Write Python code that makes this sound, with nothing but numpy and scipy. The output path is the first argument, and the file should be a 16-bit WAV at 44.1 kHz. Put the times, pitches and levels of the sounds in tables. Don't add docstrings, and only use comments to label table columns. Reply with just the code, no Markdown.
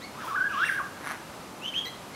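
import sys
import numpy as np
from scipy import signal
from scipy.fft import rfft, irfft, next_fast_len
from scipy.io import wavfile
from scipy.ndimage import map_coordinates

SR = 44100
rng = np.random.default_rng(int(sys.argv[2]) if len(sys.argv) > 2 else 0)


def inscribe(sig):
    pcm = np.round(np.clip(np.atleast_2d(sig).T, -1, 1) * 32767)
    wavfile.write(sys.argv[1], SR, pcm.astype(np.int16))


N = 94815
T = np.arange(N) / SR


def amp(db):
    return 10 ** (np.asarray(db) / 20)


def along(points, hz):
    freqs, values = np.transpose(points)
    return np.interp(np.log(hz + 1), np.log(freqs + 1), values)


def contour(rows):
    return np.interp(T, *np.transpose(rows)[:2])


def fader(rows):
    rows = np.array(rows)
    return amp(np.interp(T, rows[:, 0], rows[:, -1], left=-120, right=-120))


def wobble(rate_hz):
    return map_coordinates(rng.standard_normal(N), [T * rate_hz])


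def filtered(x, response):
    size = next_fast_len(N + SR // 2)
    return irfft(rfft(x, size) * response(np.fft.rfftfreq(size, 1 / SR)), size)[..., :N]


def noise(colour):
    x = filtered(rng.standard_normal(N), lambda hz: amp(along(colour, hz)))
    return x / np.sqrt(np.mean(x ** 2) + 1e-20)


def ring(colour, size=2048):
    cepstrum = irfft(np.log(amp(along(colour, np.fft.rfftfreq(size, 1 / SR)))))
    cepstrum[1:size // 2] *= 2
    cepstrum[size // 2 + 1:] = 0
    impulse = irfft(np.exp(rfft(cepstrum)))
    return impulse / np.linalg.norm(impulse)


def stereo(mid, side, width):
    side = filtered(side, lambda hz: amp(along(width, hz)))
    return np.array([mid + side, mid - side])


def hiss(level_db=-43, side_boost_db=2.5):
    # freq_hz, gain_db
    colour = [(15, -63), (25, -23), (75, -9), (216, -3), (306, -5), (341, -3), (370, -7), (554, -6.5),
              (669, -7.5), (1180, -7.5), (1760, -15), (12300, -28), (15600, -39.5)]
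    # freq_hz, side_gain_db
    width = [(60, -35), (130, -30), (290, -27), (640, -28), (1410, -27.5), (3100, -21.5), (6820, -16),
             (15000, -17.5)]
    drift_db = .28 * wobble(4.98)
    return amp(level_db + drift_db) * stereo(noise(colour), amp(side_boost_db) * noise(colour), width)


def scatter(x, decay, delay_s):
    # freq_hz, side_gain_db
    width = [(1500, -40), (3000, -36), (6000, -26), (12000, -22)]
    hz, t, spectrum = signal.stft(rng.standard_normal((2, SR)), SR, nperseg=256)
    fade = amp(-60 * t / along(decay, hz)[:, None])
    _, tail = signal.istft(spectrum * fade, SR, nperseg=256)
    tail /= np.linalg.norm(tail[0])
    delayed = np.interp(T - delay_s, T, x, left=0)
    mid, side = signal.fftconvolve(delayed[None], tail, axes=1)[:, :N]
    return stereo(mid, side, width)


def far_trees(x, crossfade_s=.18):
    # freq_hz, t60_s
    decay = [(300, 0.2), (1500, .55), (3000, 0.49), (6000, 0.38), (12000, 0.21)]
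    centres_s = np.arange(0, T[-1] + crossfade_s, crossfade_s)
    fades = [np.cos(np.pi / 2 * np.clip((T - s) / crossfade_s, -1, 1)) for s in centres_s]
    return sum(scatter(x * fade, decay, delay_s=.015) for fade in fades)


def syrinx(hz, jitter, tremble_hz, shimmer_db, overtones=()):
    phase = 2 * np.pi * np.cumsum(hz * (1 + jitter * wobble(tremble_hz))) / SR
    tone = np.sin(phase) + sum(amp(db) * np.sin(k * phase) for k, db in overtones)
    return np.sqrt(2) * tone * amp(shimmer_db * wobble(tremble_hz))


def hoarse(depth, flutter_hz=1100):
    return 1 + depth * wobble(flutter_hz)


def squeak(span_s=(1.85, 1.888), glide_hz=(13400, 14000), level_db=-53):
    swell = np.sin(np.pi * np.interp(T, span_s, [0, 1]))
    tone = syrinx(np.interp(T, span_s, glide_hz), jitter=.01, tremble_hz=900, shimmer_db=2.5)
    return amp(level_db) * swell * tone


def notes(swell_share=.58, release_s=.012, flick_attack_s=.0041, flick_decay_s=.004, air_db=-7.5):
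    # start_s, length_s, from_hz, to_hz, glide_s, flick_hz, roughness (0-1), level_db,
    # harmonic2_db, harmonic3_db, harmonic4_db
    calls = [(0, .064, 1480, 2500, .04, 0, .42, -46.5, -1, -15, -30),
             (.628, .056, 2720, 2745, .01, 1, .1, -41.5, -28, -28, -32),
             (.643, .046, 2620, 3014, 0.0248, 0, .25, -49, -1, 0, -11),
             (1.61, 0.0916, 2450, 3230, 0.041, 0, .28, -34, -22, -40, -38),
             (1.728, 0.076, 1500, 3280, .014, 0, .25, -29, -22, -39, -39),
             (1.85, .043, 1640, 2130, .017, 1250, .17, -44, 2, -9, -22),
             (2.125, .06, 1956, 2400, .03, 0, .3, -42, -7, -19, -25.5)]
    # freq_hz, gain_db
    air_colour = [(900, -22), (1850, 3), (2200, -15), (2850, 1), (3500, -10), (4500, -12), (6400, -6),
                  (8000, -24), (15000, -28)]
    out = np.zeros(N)
    for start_s, length_s, from_hz, to_hz, glide_s, flick_hz, rough, level_db, *harmonics in calls:
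        t = np.maximum(T - start_s, 0)
        glide = to_hz + (from_hz - to_hz) * np.exp(-t / glide_s)
        hz = glide + flick_hz * np.exp(-t / flick_decay_s)
        attack_s = flick_attack_s if flick_hz > 0 else swell_share * length_s
        envelope = np.clip(t / attack_s, 0, 1) * np.clip((length_s - t) / release_s, 0, 1)
        tone = syrinx(hz, .06 * rough, tremble_hz=500, shimmer_db=1.34, overtones=enumerate(harmonics, 2))
        air = rough * amp(air_db) * noise(air_colour)
        out += amp(level_db) * envelope * (tone * hoarse(rough) + air)
    return out


def rasp(rate_hz=146, count=50, jitter_s=.0005, spread_db=2, decay_s=.0017, air_db=-9, trim_db=-2.5):
    # time_s, level_db
    swell = [(.94, -56), (.99, -53), (1.035, -47), (1.065, -35.5), (1.1, -38.5), (1.12, -34),
             (1.135, -44.5), (1.18, -48)]
    # freq_hz, gain_db
    throat = [(250, -30), (700, -7.5), (1100, -2.5), (1600, 0), (2200, -5.5), (2900, -17), (4000, -17),
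              (4900, -25), (5900, -16.5), (7000, -33), (8600, -22.5), (10500, -17.5), (12300, -25),
              (14000, -39)]
    times_s = swell[0][0] + np.arange(count) / rate_hz + jitter_s * rng.standard_normal(count)
    strengths = amp(spread_db * rng.standard_normal(count))
    pulses = np.bincount((times_s * SR).astype(int), strengths, N)[:N]
    gate = signal.lfilter([1], [1, -np.exp(-1 / (decay_s * SR))], pulses)
    gate *= np.sqrt(2 / (decay_s * rate_hz))
    puffs = (gate + amp(air_db)) * rng.standard_normal(N)
    return signal.fftconvolve(puffs, ring(throat))[:N] * fader(swell) * amp(trim_db)


def breath():
    # time_s, level_db
    rush = [(.14, -60), (.22, -46), (.275, -47.5), (.32, -48), (.47, -58), (.54, -46), (.61, -43),
            (.68, -46), (.73, -42.5), (.82, -60), (.92, -70)]
    sizzle = [(.58, -78), (.66, -51), (.72, -49.5), (.79, -59.5), (.9, -65)]
    catch = [(.232, -66), (.252, -49), (.285, -48), (.335, -62)]
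    # freq_hz, gain_db
    throat = [(300, -26), (800, -19), (1500, 6.5), (2000, -4), (2380, -5), (2600, -6), (3250, -5),
              (3780, -7), (4200, -15), (5900, -9), (7200, -34), (15000, -24)]
    sizzle_colour = [(4000, -37), (7500, -14), (8600, -1.5), (11000, 1.5), (12500, -14), (15500, -10)]
    catch_colour = [(600, -18), (1700, 1), (2050, -8), (2380, 4), (2750, -10), (3200, 1), (3800, -10),
                    (6000, -9), (9000, -10), (15000, -9)]
    layers = [(throat, rush), (sizzle_colour, sizzle), (catch_colour, catch)]
    return sum(noise(colour) * fader(envelope) for colour, envelope in layers)


def second_voice():
    # time_s, pitch_hz, level_db
    melody = [(.485, 2750, -56), (.505, 2550, -47.5), (.525, 2500, -54), (.545, 2920, -44),
              (.565, 2650, -50), (.59, 3150, -44), (0.606, 3450, -43), (0.636, 3372, -43), (.68, 3550, -52)]
    tone = syrinx(contour(melody), jitter=.055, tremble_hz=700, shimmer_db=1.5)
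    return tone * hoarse(depth=.6) * fader(melody)


def whistle():
    # time_s, pitch_hz, level_db
    melody = [(.13, 847.5, -54), (.2, 1270, -42), (.215, 1483, -43), (.245, 1031, -39.5), (.268, 900, -42),
              (.283, 1308, -32), (.3, 1306, -37.5), (.325, 1069, -32), (.352, 1221, -30), (.362, 1679, -29),
              (.378, 1462, -28), (.4, 1592, -29.5), (.412, 1471, -24), (.448, 1680, -31.5),
              (.472, 1619, -26.5), (.488, 1719, -42), (.505, 1558, -43), (.535, 1171, -33.5),
              (.562, 1071, -32.5), (.59, 1309, -28.5), (.603, 1340, -28), (.638, 1623, -22),
              (.646, 1848, -33), (.654, 2738, -41), (.668, 2850, -53), (.681, 2401, -37.5),
              (.69, 2047, -31), (.697, 1605, -23), (.72, 1568, -26.5), (.745, 1620, -35),
              (.783, 1610, -32.5), (.805, 1086, -31), (.835, 1203, -42.5), (.89, 1152, -52)]
    # harmonic_number, gain_db
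    overtones = [(2, -30), (3, -37)]
    # time_s, roughness (0-1)
    hoarseness = [(.2, .55), (.28, .16), (.34, .07), (.47, .03), (.53, .08), (.63, .04), (.67, .25),
                  (.697, .04), (.8, .14)]
    rough = contour(hoarseness)
    jitter = .008 + .09 * rough
    tone = syrinx(contour(melody), jitter, tremble_hz=220, shimmer_db=1.4, overtones=overtones)
    return tone * hoarse(rough) * fader(melody)


def scene(near_db=-11, far_db=-8.5):
    bird = whistle() + second_voice() + breath() + notes() + squeak() + rasp()
    near_branches = scatter(bird, decay=[(1000, .07)], delay_s=.003)
    return bird + amp(near_db) * near_branches + amp(far_db) * far_trees(bird) + hiss()


def record(dry, cutoff_hz=15780):
    return filtered(dry, lambda hz: hz < cutoff_hz)


dry = scene()
out = record(dry)
inscribe(out)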